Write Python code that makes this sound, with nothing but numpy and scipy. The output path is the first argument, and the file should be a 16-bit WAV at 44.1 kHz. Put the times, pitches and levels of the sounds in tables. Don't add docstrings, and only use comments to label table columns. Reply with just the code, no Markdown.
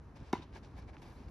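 import sys
import numpy as np
from scipy import signal
from scipy.fft import rfft, irfft, next_fast_len
from scipy.io import wavfile
from scipy.ndimage import map_coordinates

SR = 44100
rng = np.random.default_rng(int(sys.argv[2]) if len(sys.argv) > 2 else 0)


def volts_from_db(level):
    exponent = np.asarray(level, float) / 20
    return 10 ** exponent


def wav_out(sig):
    wavfile.write(sys.argv[1], SR, np.round(np.clip(np.atleast_2d(sig).T, -1, 1) * 32767).astype(np.int16))


N = 57330
TIME = np.arange(N) / SR
BALL_S = .3316


def unit(x):
    return x / np.sqrt(np.mean(x ** 2) + 1e-20)


def noise():
    return rng.standard_normal((2, N))


def along(points, hz):
    f, value = np.transpose(points)
    return np.interp(np.log(hz + 1), np.log(f + 1), value)


def wobble(rate):
    knots = rng.standard_normal(int(N * rate / SR) + 4)
    return map_coordinates(knots, [np.arange(N) * rate / SR])


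def filtered(x, response):
    m = next_fast_len(N + SR // 2)
    hz = np.fft.rfftfreq(m, 1 / SR)
    return irfft(rfft(x, m) * response(hz), m)[..., :N]


def colour(spectrum):
    below, above = (spectrum[0][0] / 2, -120), (spectrum[-1][0] * 2, -120)
    closed = [below, *spectrum, above]
    return lambda hz: volts_from_db(along(closed, hz))


def resonance(f, hz, width_hz):
    return 1j * f * width_hz / (hz * hz - f * f + 1j * f * width_hz)


def modes(rows, u):
    total = np.zeros(N)
    for hz, db, t60, sign in rows:
        total += np.sign(sign) * volts_from_db(db - 60 * u / t60) * np.sin(2 * np.pi * hz * u)
    return total


def strokes(rows):
    total = 0
    for s, rise, fall, *db in rows:
        shape = np.exp(-2 * ((TIME - s) / np.where(TIME < s, rise, fall)) ** 2)
        total = total + np.outer(volts_from_db(db), shape)
    return total


# (frequency [Hz], likeness [0-1])
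LIKENESS = [(30, .985), (100, .975), (300, .945), (800, .8), (2000, .6), (5000, .7), (7000, .97)]


def stereo(pair, spectrum):
    same_above = (10500, 1)  # (Hz, likeness)

    def response(hz):
        angle = np.arccos(np.clip(along(LIKENESS + [same_above], hz), -1, 1)) / 2
        return colour(spectrum)(hz) * [np.cos(angle), np.sin(angle)]

    mid, side = filtered(pair, response)
    return unit(np.array([mid + side, mid - side]))


# (frequency [Hz], level [dB per Hz])
AIR_TONE = [(300, -1), (600, -5.5), (1000, -5), (2000, -16), (3200, -27.5), (5000, -28.5), (8000, -34.5),
            (12000, -43)]


def open_air():
    start_dip_db = 4.9 * np.exp(-TIME / 0.013)
    air_db = -64 + 0.95 * wobble(8.6) - start_dip_db
    return volts_from_db(air_db) * stereo(noise(), AIR_TONE)


# (time [s], level [dB])
GUSTS = [(0.0, -52), (0.046, -56.5), (0.17, -53.5), (0.188, -59.5), (0.216, -45.5), (0.256, -63),
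         (0.386, -49.5), (0.48, -61), (0.516, -52), (0.564, -54), (0.846, -52.5), (1.028, -55), (1.1, -51),
         (1.136, -58.5), (1.212, -49), (1.238, -57), (1.274, -48.5), (1.3, -56)]
# (frequency [Hz], level [dB per Hz])
RUMBLE_TONE = [(18, -29), (30, -13), (48, -3), (65, 2), (119, -4.5), (178, -11.5), (279, -12), (313, -14.5),
               (600, -31), (780, -43), (1320, -120)]


def wind():
    s, db = np.transpose(GUSTS)
    gust_db = np.interp(TIME, s, db) + 2.5 + 0.95 * wobble(13.9)
    hush = open_air()
    return volts_from_db(gust_db) * stereo(noise(), RUMBLE_TONE) + hush


def grains():
    grains_per_s, spread_db = 6000, 1.5
    snaps = rng.random((2, N)) < grains_per_s / SR
    return snaps * noise() * volts_from_db(spread_db * rng.exponential(size=(2, N)))


# (peak [s], rise [s], fall [s], grit level [dB], sole level [dB])
SHOE_STROKES = [(.165, .012, 0.024, -65.5, -59), (.2, 0.025, 0.14, -73, -66), (.29, .05, .03, -72.5, -71),
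                (0.427, 0.013, 0.021, -64.5, -62), (0.566, 0.043, 0.029, -62.5, -54.5),
                (.633, 0.0062, 0.045, -68.5, -65), (.72, 0.22, 0.24, -78.5, -77),
                (.785, 0.025, 0.025, -67.5, -56.5), (.83, 0.034, 0.023, -77, -65.5),
                (0.892, 0.022, 0.02, -70, -56.5), (.945, 0.019, 0.019, -73, -57.5),
                (.985, 0.017, 0.03, -72.5, -70), (1.021, .005, 0.03, -63, -57.5),
                (1.07, 0.036, 0.099, -69, -61.5), (1.2, 0.069, 0.13, -73.5, -65.5),
                (1.286, 0.0061, 0.0082, -73, -59)]
# (frequency [Hz], level [dB per Hz])
GRIT_TONE = [(1200, -35), (2500, 4.5), (3300, 1), (5000, 1), (7000, -7.5), (9000, -9), (11500, -35),
             (13000, -38)]
# (frequency [Hz], width [Hz], level [dB])
SOLE_MODES = [(418, 142, 0.5), (798, 189, 3), (1052, 160, -0.5), (1630, 165, -3.5), (2303, 156, -5)]
# (frequency [Hz], level [dB])
PLAIN_TONE = [(40, 0), (16000, 0)]


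def scuffs():
    def sole_response(f):
        total = 0
        for k, (hz, width, db) in enumerate(SOLE_MODES):
            total = total + (-1) ** k * volts_from_db(db) * resonance(f, hz, width)
        return total

    grit_level, sole_level = strokes(SHOE_STROKES)
    rubber = stereo(filtered(grains(), sole_response), PLAIN_TONE)
    crackle = stereo(unit(grains()) + 0.55 * noise(), GRIT_TONE)
    return (grit_level * crackle + sole_level * rubber) * volts_from_db([[.8], [-.8]])


# (peak [s], rise [s], fall [s], level [dB])
CLAY_SPRAYS = [
    (.168, 0.013, 0.018, -84),
    (.565, 0.027, 0.041, -81),
    (.785, 0.029, 0.026, -78.5),
    (1.022, .01, .02, -80),
    (1.09, 0.11, 0.18, -80.5),
    (1.295, 0.014, .02, -80),
]
# (frequency [Hz], level [dB per Hz])
DUST_TONE = [(5000, -20), (7500, 1), (10000, -2), (12500, -5), (15000, -16)]


def dust():
    return strokes(CLAY_SPRAYS) * stereo(noise(), DUST_TONE)


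# (frequency [Hz], level [dB], 60 dB fade [s], sign)
FRAME_MODES = [(996, -34.5, 0.079, 1), (1030, -45, 0.024, -1), (1389, -28.5, 0.024, 1),
               (1660, -49, 0.024, -1), (1787, -38, 0.043, 1), (2037, -46, 0.13, 1), (2190, -38, 0.055, 1),
               (2595, -49, .04, -1), (2850, -46, .03, 1), (3710, -44, 0.057, 1), (5450, -30, 0.01, 1)]
# (frequency [Hz], level [dB per Hz])
CRACK_TONE = [(800, -20), (1700, 0), (3200, -9), (5300, -3), (6500, -17), (8800, -11), (11500, -25),
              (15500, -30)]


def strings_and_frame():
    strings_s, crack_db, crack_t60_s = .3291, -34.5, .012
    u = np.clip(TIME - strings_s, 0, None)
    frame = modes(FRAME_MODES, u) * (1 - np.exp(-u / 0.0014))
    burst = unit(filtered(rng.standard_normal(N), colour(CRACK_TONE)))
    crack = burst * (1 - np.exp(-u / 0.00015)) * volts_from_db(crack_db - 60 * u / crack_t60_s)
    return frame + crack


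# (frequency [Hz], level [dB], 60 dB fade [s], sign)
BALL_MODES = [(763, -5.3, .01, -1), (909, -8.3, .012, 1), (1040, -11.5, .0113, -1)]


def ball():
    squash_s, squash_hz, squash_db = .0076, 323, -23.5
    push_hz, push_db, swell_s = 205, -30, .0055
    ground_s, ground_db = .0051, -13
    u = np.clip(TIME - BALL_S, 0, None)
    contact = np.sin(np.pi * np.clip(u / squash_s, 0, 1))
    squash = volts_from_db(squash_db) * np.sin(2 * np.pi * squash_hz * u)
    push = volts_from_db(push_db) * np.sin(2 * np.pi * push_hz * u)
    ringing = modes(BALL_MODES, u) * (1 - np.exp(-u / swell_s))
    direct = contact * (squash - push) + ringing
    return direct + volts_from_db(ground_db) * np.roll(direct, round(ground_s * SR))


# (frequency [Hz], 60 dB fade [s])
COURT_FADE = [(200, 0.6), (1000, 0.21), (2500, 0.42), (5000, 0.32), (12000, 0.21)]
# (frequency [Hz], level [dB per Hz])
SCATTER_TONE = [(150, 0.5), (350, 0), (550, -11.5), (1000, -2.5), (2000, -10), (4000, -15), (6500, -21),
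                (12000, -37)]


def court_tail():
    tail_db = -47
    wash = stereo(noise(), SCATTER_TONE)[:, :SR // 2]
    hz, t, z = signal.stft(wash, SR, nperseg=256)
    fade = volts_from_db(-60 * t / along(COURT_FADE, hz)[:, None])
    tail = signal.istft(z * fade, SR, nperseg=256)[1]
    return volts_from_db(tail_db) * np.pad(tail, ((0, 0), (round(BALL_S * SR), N)))[:, :N]


ECHO_DELAYS = [.0203, .034, .0625, .048, .092, .075, .09, .105]
# (level [dB], frequency [Hz], width [Hz])
ECHO_TONES = [
    (-9.5, 1010, 350),
    (-14, 1010, 150),
    (-20, 290, 200),
    (-8, 3050, 300),
    (-10, 3700, 200),
    (-24, 990, 200),
    (-24, 1020, 200),
    (-29, 960, 200),
]


def echoes(hit):
    right_later_s = np.array([[0], [.00008]])
    total = np.zeros((2, N))
    for s, (db, hz, width) in zip(ECHO_DELAYS, ECHO_TONES):
        def response(f):
            delay = np.exp(-2j * np.pi * f * (s + right_later_s))
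            return volts_from_db(db) * resonance(f, hz, width) * delay
        total += filtered(hit, response)
    return total


# (time [s], level [dB])
STONE_KICKS = [
    (.529, -31),
    (.9345, -31),
    (.9432, -38),
    (.9683, -20.5),
    (.9706, -31),
    (.982, -36),
]
# (frequency [Hz], level [dB per Hz])
STONE_TONE = [(600, -12), (1200, 0), (1900, -5), (2700, -3), (3600, -14), (5500, -26), (7000, -40)]


def stones():
    kicks = np.zeros(N)
    for s, db in STONE_KICKS:
        kicks[round(s * SR)] = -volts_from_db(db)
    return filtered(kicks, colour(STONE_TONE)) * volts_from_db([[-1.5], [1.5]])


# (start [s], length [s], from [Hz], to [Hz], level [dB])
BIRD_CALLS = [
    (1.153, .03, 3450, 5050, -70.5),
    (1.274, .018, 4300, 5100, -73),
]


def bird():
    out = np.zeros(N)
    for s, length, from_hz, to_hz, db in BIRD_CALLS:
        u = np.clip((TIME - s) / length, 0, 1)
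        cycles = length * (from_hz * u + (to_hz - from_hz) * u ** 2 / 2)
        out += volts_from_db(db) * np.sin(np.pi * u) * np.sin(2 * np.pi * cycles)
    return out


def scene():
    hit = strings_and_frame() + ball()
    court = echoes(hit) + court_tail()
    shoes = scuffs() + dust() + stones()
    return hit + court + shoes + bird() + wind()


def band_limit(x):
    return signal.sosfilt(signal.butter(12, 13540, fs=SR, output="sos"), x)


# (frequency [Hz], left ahead of right [radians])
PORT_TURN = [(1400, 0), (2400, .6), (3800, .1), (4700, 1), (5700, 0), (7500, -2.5), (8900, -3.7),
             (10800, -6.1), (13500, -6.4)]


def record(dry):
    def ports(hz):
        turn = np.outer([.5, -.5], along(PORT_TURN, hz))
        return (hz < 15600) * np.exp(1j * turn)

    return band_limit(filtered(dry, ports))


dry = scene()
out = record(dry)
wav_out(out)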